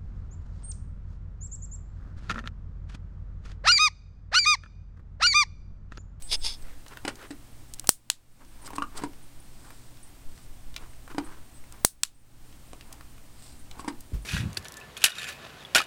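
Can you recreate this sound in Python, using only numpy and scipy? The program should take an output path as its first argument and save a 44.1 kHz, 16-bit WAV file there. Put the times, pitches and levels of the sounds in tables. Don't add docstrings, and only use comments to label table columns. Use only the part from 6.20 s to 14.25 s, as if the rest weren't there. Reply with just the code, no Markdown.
import sys
import numpy as np
from scipy import signal
from scipy.fft import rfft, irfft, next_fast_len
from scipy.io import wavfile
from scipy.ndimage import minimum_filter1d, map_coordinates

SR = 44100
rng = np.random.default_rng(int(sys.argv[2]) if len(sys.argv) > 2 else 0)


def master(y):
    cut = np.clip(np.atleast_2d(y).T, -1, 1)
    pcm = np.round(cut * 32767)
    wavfile.write(sys.argv[1], SR, pcm.astype(np.int16))


N = 355005
T_S = np.arange(N) / SR
AGE_S = T_S[:SR // 3]


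def amp(db):
    return 10 ** (np.asarray(db) / 20)


def unit(x):
    return x / np.sqrt(np.mean(x ** 2) + 1e-20)


def along(points, hz):
    f, v = np.transpose(points)
    return np.interp(np.log(hz + 1), np.log(f), v)


def filtered(x, response):
    m = next_fast_len(len(x) + SR // 4)
    spectrum = rfft(x, m) * response(np.fft.rfftfreq(m, 1 / SR))
    return irfft(spectrum, m)[:len(x)]


def noise(spectrum, size=N):
    white = rng.standard_normal(size)
    return unit(filtered(white, lambda hz: amp(along(spectrum, hz))))


def wobble(rate_hz, size=N):
    knots = rng.standard_normal(int(size * rate_hz / SR) + 4)
    return map_coordinates(knots, [np.arange(size) * rate_hz / SR])


def fade(t60_s, attack_s):
    decay = 1000 ** (-AGE_S / max(abs(t60_s), 1e-4))
    return decay * (1 - np.exp(-AGE_S / max(attack_s, 1e-6)))


def ring(hz, t60_s, attack_s):
    return np.sin(2 * np.pi * (hz * AGE_S + rng.random())) * fade(t60_s, attack_s)


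def add(track, s, sound):
    part = track[max(round(s * SR), 0):][:len(sound)]
    part += sound[:len(part)]


def scattered(count):
    draws = rng.standard_normal((count, 2))
    times_s = (np.arange(count) + rng.random(count)) * N / SR / count
    return np.column_stack([times_s, draws])


FALL_OVER_RISE = 1.25


def stroke(s, db, rise_s, t_s):
    width_s = np.where(t_s < s, rise_s, rise_s * FALL_OVER_RISE)
    return amp(db) * np.exp(-abs((t_s - s) / width_s) ** 1.5)


# [peak t/s, level/dB, rise/s]
CAMERA_SWINGS = [(0.22, -30.5, 0.2), (4.3, -40.5, 0.32)]
SWAY_DB, SWAY_WANDER_DB = -45, 2


def hand():
    sway = amp(SWAY_DB + SWAY_WANDER_DB * wobble(2))
    return sway + sum(stroke(*row, T_S) for row in CAMERA_SWINGS)


# [f/Hz, relative level/dB]
FLOOR_SPECTRUM = [(25, -12.5), (55, 1.5), (85, -6), (150, -9.5), (190, -12), (290, -10), (420, -20.5),
                  (700, -19.5), (1600, -24.5), (3000, -26.5), (6500, -29), (8500, -27), (10500, -31.5),
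                  (16000, -32)]
# [f/Hz, mean rms level/dB]
HUM_TONES = [(119.5, -60)]
HISS_TOP_HZ = 15800


def background():
    hiss = amp(-53.0) * noise(FLOOR_SPECTRUM)
    white = rng.standard_normal(N)
    whistle = amp(-72.5) * unit(filtered(white, lambda hz: 1 / (1 + ((hz - 8580) / 90) ** 2)))
    hum = np.zeros(N)
    for hz, db in HUM_TONES:
        level = amp(db + 1.5 * wobble(4.8)) * np.sqrt(2)
        hum += level * np.sin(2 * np.pi * hz * T_S + 1.5 * wobble(5))
    sway = hand() * noise([(4, -4.5), (12, -3.5), (25, -18), (50, -24.0), (90, -38), (200, -66.5),
                           (1000, -110)])
    return filtered(hiss + whistle + hum + sway, lambda hz: hz < HISS_TOP_HZ)


def thud():
    out = np.zeros(N)
    add(out, 7.92, amp(-29) * ring(266, 0.02, attack_s=0.00096))
    add(out, 7.93, amp(-21.5) * ring(50.5, 0.35, attack_s=0.018))
    rumble = noise([(50, 7.5), (90, 2.0), (150, -1.5), (320, -17), (800, -28.5), (5000, -36.5),
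                    (16000, -41.5)], size=len(AGE_S))
    add(out, 7.932, amp(-24) * rumble * fade(0.19, attack_s=0.0074))
    return out


SWISH_HOLD_SHARE = 0.17
SWISH_RISE_DB_PER_S, SWISH_SAG_DB_PER_S = 719, 218.5
SWISH_STOP_DB = 54


def swish(s, db, slide_s):
    early_s = np.maximum(s - SWISH_HOLD_SHARE * slide_s - T_S, 0)
    late_s = np.maximum(T_S - s, 0)
    stop_db = SWISH_STOP_DB * np.maximum(late_s / slide_s - 1, 0)
    return amp(db - SWISH_RISE_DB_PER_S * early_s - SWISH_SAG_DB_PER_S * late_s - stop_db)


# [t/s of slowing, level/dB, slide/s]
CLOTH_SWISHES = [(0.131, -23, 0.024), (0.263, -27.5, 0.087)]
# [f/Hz, relative level/dB]
WEAVE_SPECTRUM = [(240, -35), (400, -16.5), (893, -17.5), (1130, -21.5), (1870, -20), (2220, -12),
                  (3020, -12.5), (3470, -4.5), (4240, -7.5), (5190, 3), (5780, -14.5), (6440, -11.5),
                  (7170, -17.5), (9610, -11), (16000, -50.5)]
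# [f/Hz, half-amplitude width/Hz, relative level/dB]
WEAVE_PEAKS = [(900, 78, -8.5), (2250, 74, -10.5), (2830, 76, -6), (3435, 160, -0.5), (3593, 70, 0.5),
               (3870, 70, -0.5), (4650, 90, 2), (4880, 62, -4), (5180, 110, 3.5), (6270, 100, -3)]
# [peak t/s, level/dB, rise/s]
COLLAR_DRAGS = [(2.463, -43, 0.011), (2.561, -40, 0.0055), (2.777, -38, 0.01), (3.5, -60.5, 0.2),
                (4.16, -61, 0.076), (7.254, -52.5, 0.071), (7.6, -46.5, 0.012)]
# [f/Hz, relative level/dB]
FUR_SPECTRUM = [(600, -6), (2000, -7.5), (3200, -4), (5000, 1), (6500, -6.5), (8300, 5.5), (9500, -4.5),
                (11000, -12.5), (16000, -21)]
# [peak t/s, level/dB, rise/s, centre f/Hz]
MUZZLE_PUSHES = [(0.48, -55, 0.056, 1990), (0.726, -48, 0.027, 1420), (1.02, -44.5, .033, 1500),
                 (2.215, -49.5, 0.018, 1080), (2.48, -50, 0.065, 1060), (2.785, -43, .04, 1120),
                 (3.47, -56, 0.062, 1200), (4.617, -51.5, 0.035, 1250), (4.913, -42.5, 0.011, 1290),
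                 (5.085, -51.5, 0.077, 1300), (5.55, -54, 0.034, 1200), (6.721, -56.5, 0.077, 910),
                 (7.61, -51.5, 0.086, 990)]
# [multiple of centre f, relative level/dB]
TOWEL_SPECTRUM = [(.1, -25.5), (.25, 2), (.5, -8), (.85, 0), (1.2, -4), (1.6, -10), (2.1, -12.5), (3, -18),
                  (7, -24.5), (13, -31.5)]
BITE_RUB_DB, BITE_RUB_RISE_S, BITE_RUB_HZ = -31, 0.03, 1200


def weave_response(f):
    return sum(amp(db) / (1 + (2 * (f - hz) / width) ** 2) for hz, width, db in WEAVE_PEAKS)


def cloth():
    resonant = unit(filtered(rng.standard_normal(N), weave_response))
    weave = noise(WEAVE_SPECTRUM) + amp(-2.5) * resonant
    rough_weave = unit(weave * amp(2.1 * wobble(700)))
    out = sum(swish(*row) for row in CLOTH_SWISHES) * rough_weave
    rough_fur = unit(noise(FUR_SPECTRUM) * amp(2.9 * wobble(500)))
    out += sum(stroke(*row, T_S) for row in COLLAR_DRAGS) * rough_fur
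    bite_rubs = [(s, crack_db + BITE_RUB_DB, BITE_RUB_RISE_S, BITE_RUB_HZ)
                 for s, crack_db, *_ in KIBBLE_BITES]
    for s, db, rise_s, centre_hz in MUZZLE_PUSHES + bite_rubs:
        start_s = max(s - 0.5, 0)
        colour = [(centre_hz * k, level) for k, level in TOWEL_SPECTRUM]
        catches = amp(4.5 * np.tanh(wobble(220, size=SR)))
        rub = unit(noise(colour, size=SR) * catches)
        add(out, start_s, rub * stroke(s, db, rise_s, start_s + T_S[:SR]))
    return out


# [t/s, low mode/dB, high mode/dB, freedom to ring 0-1]
TAG_JINGLES = [(0.022, -41.5, -49.5, 1), (0.161, -48.5, -65, 1), (0.416, -40, -52, 0.02),
               (0.429, -38, -51, 0.02), (2.417, -62, -48, 0.4), (3.2, -70, -45.5, 0.13),
               (3.829, -52, -44, 0.25), (5.043, -51.5, -50, 0.47), (5.34, -53, -60, .5),
               (5.945, -55.5, -67, 1)]
# [f/Hz, t60/s when free]
TAG_MODES = [(8107, 0.6), (9367, 0.32)]
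GRAZE_LOW_DB, GRAZE_HIGH_DB, GRAZE_SPREAD_DB, GRAZE_FREEDOM = -64, -59.5, 3.5, 0.4


def tags():
    out = np.zeros(N)
    grazes = [(s, GRAZE_LOW_DB + GRAZE_SPREAD_DB * a, GRAZE_HIGH_DB + GRAZE_SPREAD_DB * b, GRAZE_FREEDOM)
              for s, a, b in scattered(count=26)]
    for s, low_db, high_db, freedom in TAG_JINGLES + grazes:
        for db, (hz, t60_s) in zip([low_db, high_db], TAG_MODES):
            add(out, s, amp(db) * ring(hz, t60_s * freedom, attack_s=0.0011))
    return out


# [t/s, level/dB, centre f/Hz]
MOUTH_TICKS = [(0.0217, -36.5, 6500), (0.6632, -38.5, 1920), (0.6815, -41, 6000), (0.7714, -30, 1530),
               (0.9554, -38.5, 5170), (1.6424, -35, 1110), (2.4761, -32, 1130), (2.5048, -32, 970),
               (2.5574, -33.5, 1060), (3.5046, -34.5, 1400), (4.5418, -40, 3120), (4.5629, -24.5, 2800),
               (4.8774, -37, 1240), (6.6094, -38, 2820), (6.7265, -32.5, 7040), (6.8085, -37.5, 1550),
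               (7.512, -34.5, 3250), (7.8059, -36.5, 9250)]
TICK_T60_S = 0.017
CRUMB_DB, CRUMB_SPREAD_DB, CRUMB_HZ, CRUMB_SPREAD_OCTAVES = -46.5, 0.5, 2400, 0.6


def ticks():
    out = np.zeros(N)
    crumbs = [(s, CRUMB_DB + CRUMB_SPREAD_DB * a, CRUMB_HZ * 2 ** (CRUMB_SPREAD_OCTAVES * b))
              for s, a, b in scattered(count=12)]
    for s, db, hz in MOUTH_TICKS + crumbs:
        colour = [(hz / 9, -16), (hz / 2.3, -4), (hz, 0), (hz * 2.0, -7), (hz * 4, -20)]
        burst = noise(colour, size=len(AGE_S))
        add(out, s, amp(db) * burst * fade(TICK_T60_S, attack_s=0.0005))
    return out


# [t/s, crack level/dB, jaw level/dB, mouth f/Hz, crumbling t60/s]
KIBBLE_BITES = [(0.85, -23, -36, 770, 0.029), (0.8775, -22, -37, 820, 0.058),
                (1.1059, -34.5, -31, 756, 0.053), (2.533, -33.5, -38.5, 850, .024),
                (2.5822, -26.5, -30.5, 1054, 0.0205), (2.6211, -26.5, -46, 1177, 0.026),
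                (2.819, -40, -36.5, 935, 0.071), (2.836, -28, -26, 994, 0.045),
                (4.9465, -44, -35, 990, 0.036), (4.9814, -22, -22, 833, 0.026),
                (6.532, -35.5, -67, 730, 0.016), (7.594, -37.5, -48, 1090, .025),
                (7.6451, -37, -36.5, 945, 0.02), (7.678, -24.5, -33, 895, .055)]
# [f/Hz, relative level/dB]
KIBBLE_SPECTRUM = [(80, -13), (250, 16.5), (600, 3.5), (1700, 5.5), (2800, -1), (4300, -2.5), (6500, -9.5),
                   (9000, -4), (12000, -25), (16000, -30)]
# [mean f/Hz, relative level/dB, t60/s]
JAW_MODES = [(291, -2, 0.071), (303, -4, 0.082), (406, -14, 0.07)]
MOUTH_HZ, MOUTH_DB, OPEN_DB_PER_OCTAVE = 888, 4, 25


def bites():
    out = np.zeros(N)
    size = len(AGE_S)
    for s, crack_db, jaw_db, mouth_hz, t60_s in KIBBLE_BITES:
        clumping = amp(7 * np.tanh(wobble(1400, size=size)))
        grains = unit(noise(KIBBLE_SPECTRUM, size=size) * clumping)
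        add(out, s, amp(crack_db) * grains * fade(t60_s, attack_s=0.0007))
        cavity = ring(mouth_hz, 0.022, attack_s=0.001)
        cavity += amp(-8) * ring(mouth_hz * 1.185, 0.019, attack_s=0.0018)
        cavity += amp(-11.5) * ring(mouth_hz * 2.43, 0.0093, attack_s=0.0004)
        opening_db = OPEN_DB_PER_OCTAVE * np.log2(mouth_hz / MOUTH_HZ)
        add(out, s, amp(crack_db + MOUTH_DB + opening_db) * cavity)
        for hz, db, jaw_t60_s in JAW_MODES:
            tone = np.sin(2 * np.pi * hz * rng.normal(1, 0.013) * AGE_S)
            add(out, s, amp(jaw_db + db) * tone * fade(jaw_t60_s, attack_s=0.00059))
    return out


def snap(spectrum):
    decay = fade(0.009, attack_s=0.00005)
    burst = rfft(rng.standard_normal(len(AGE_S)) * decay)
    colour = amp(along(spectrum, np.fft.rfftfreq(len(AGE_S), 1 / SR)))
    crack = irfft(colour * np.exp(1j * np.angle(burst)), len(AGE_S))
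    crack = crack * fade(0.046, attack_s=0.00005)
    return crack * np.linalg.norm(decay) / np.linalg.norm(crack)


# [f/Hz, relative level/dB, t60/s]
LEAF_MODES = [(3680, -18, 0.0063), (4220, -7, .008), (5740, 0, 0.0062), (7820, 1.5, 0.0084),
              (8780, -14, 0.0051), (9240, -7.5, 0.0081), (14500, -13.5, .006), (16500, -19.5, 0.0049)]
AIR_LEAD_S = 0.00021


def snaps(rows, spectrum, push_db, leaf_db, rebound_db, rebound_s, tail_db, tail_t60_s):
    out = np.zeros(N)
    for s, db in rows:
        add(out, s, amp(db) * snap(spectrum))
        add(out, s + rebound_s, amp(db + rebound_db) * snap(spectrum))
        for hz, level, t60_s in LEAF_MODES:
            add(out, s, amp(db + leaf_db + level) * ring(hz, t60_s, attack_s=0.00005))
        add(out, s - AIR_LEAD_S, -amp(db + push_db) * fade(0.00095, attack_s=0.00004))
        add(out, s + 0.017, amp(db - 22.5) * snap(spectrum))
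        tail = noise(spectrum, size=len(AGE_S)) * fade(tail_t60_s, attack_s=0.0017)
        add(out, s, amp(db + tail_db) * tail)
    return out


# [t/s, level/dB]
LEAF_PRESSES = [(1.6919, -1.5), (5.6487, -1.5)]
# [f/Hz, relative level/dB]
PRESS_SPECTRUM = [(400, -24), (2600, -16), (4000, -7.5), (6500, -4), (8500, 1.5), (10000, 1.5),
                  (11500, -12), (14000, -5), (16000, -10)]
# [t/s, level/dB]
LEAF_RELEASES = [(1.9004, -1), (5.8340, -2)]
# [f/Hz, relative level/dB]
RELEASE_SPECTRUM = [(400, -47), (1000, -8.5), (2400, -5.5), (3400, 1), (4400, 0.5), (5500, -3.5), (7700, 1),
                    (9200, -2.5), (11000, -7.5), (16000, -19.5)]
# [t/s, level/dB before CREAK_GAIN_DB]
CASE_CREAKS = [(1.5376, -28.5), (1.544, -36), (1.5962, -23.5), (1.672, -22.5), (5.524, -36.5)]
CREAK_GAIN_DB = 0.5


def clicker():
    out = snaps(LEAF_PRESSES, PRESS_SPECTRUM, push_db=4.5, leaf_db=-3.0, rebound_db=-9.0,
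                rebound_s=0.0012, tail_db=-17.5, tail_t60_s=0.15)
    out += snaps(LEAF_RELEASES, RELEASE_SPECTRUM, push_db=-34.5, leaf_db=-4.5, rebound_db=-3,
                 rebound_s=0.0011, tail_db=-27, tail_t60_s=0.15)
    for s, db in CASE_CREAKS:
        creak = snap([(800, -36), (3000, -8.5), (8500, 1.5), (11000, -6), (16000, -17.5)])
        add(out, s, amp(db + CREAK_GAIN_DB) * creak)
    return out


# [f/Hz, t60/s]
ROOM_DECAY = [(200, 0.26), (2000, 0.13), (9000, 0.065), (15000, 0.026)]


def room(x, tail_db, echo_db):
    hz, t_s, bins = signal.stft(rng.standard_normal(len(AGE_S)), SR, nperseg=256)
    decay = 1000 ** (-t_s / along(ROOM_DECAY, hz)[:, None])
    tail = signal.istft(bins * decay, SR, nperseg=256)[1]
    answer = amp(tail_db) * tail / np.linalg.norm(tail)
    add(answer, 0.0155, amp([echo_db]))
    return x + signal.fftconvolve(x, answer)[:N]


def scene():
    dog = room(bites() + ticks(), tail_db=-10.5, echo_db=-16.5)
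    return (background() + thud() + cloth() + tags() + dog + clicker())[None]


def gain_control(x, threshold_db, depth_db, hold_s, recovery_db_per_s, attack_s):
    over_db = np.clip(20 * np.log10(abs(x) + 1e-9) - threshold_db, 0, depth_db)
    size = 2 * int(hold_s * SR / 2) + 1
    held_db = -minimum_filter1d(-over_db, size, origin=size // 2)
    ramp_db = recovery_db_per_s * T_S
    cut_db = np.maximum.accumulate(held_db + ramp_db) - ramp_db
    pole = np.exp(-1 / (attack_s * SR))
    return x * amp(-signal.lfilter([1 - pole], [1, -pole], cut_db))


TOP_HZ = 16500


def record(dry):
    x = gain_control(dry[0], threshold_db=-10.0, depth_db=10.5, hold_s=0.16,
                     recovery_db_per_s=37.5, attack_s=0.0055)
    return filtered(np.clip(x, -1, 1), lambda hz: hz < TOP_HZ)[None]


dry = scene()
out = record(dry)
master(out)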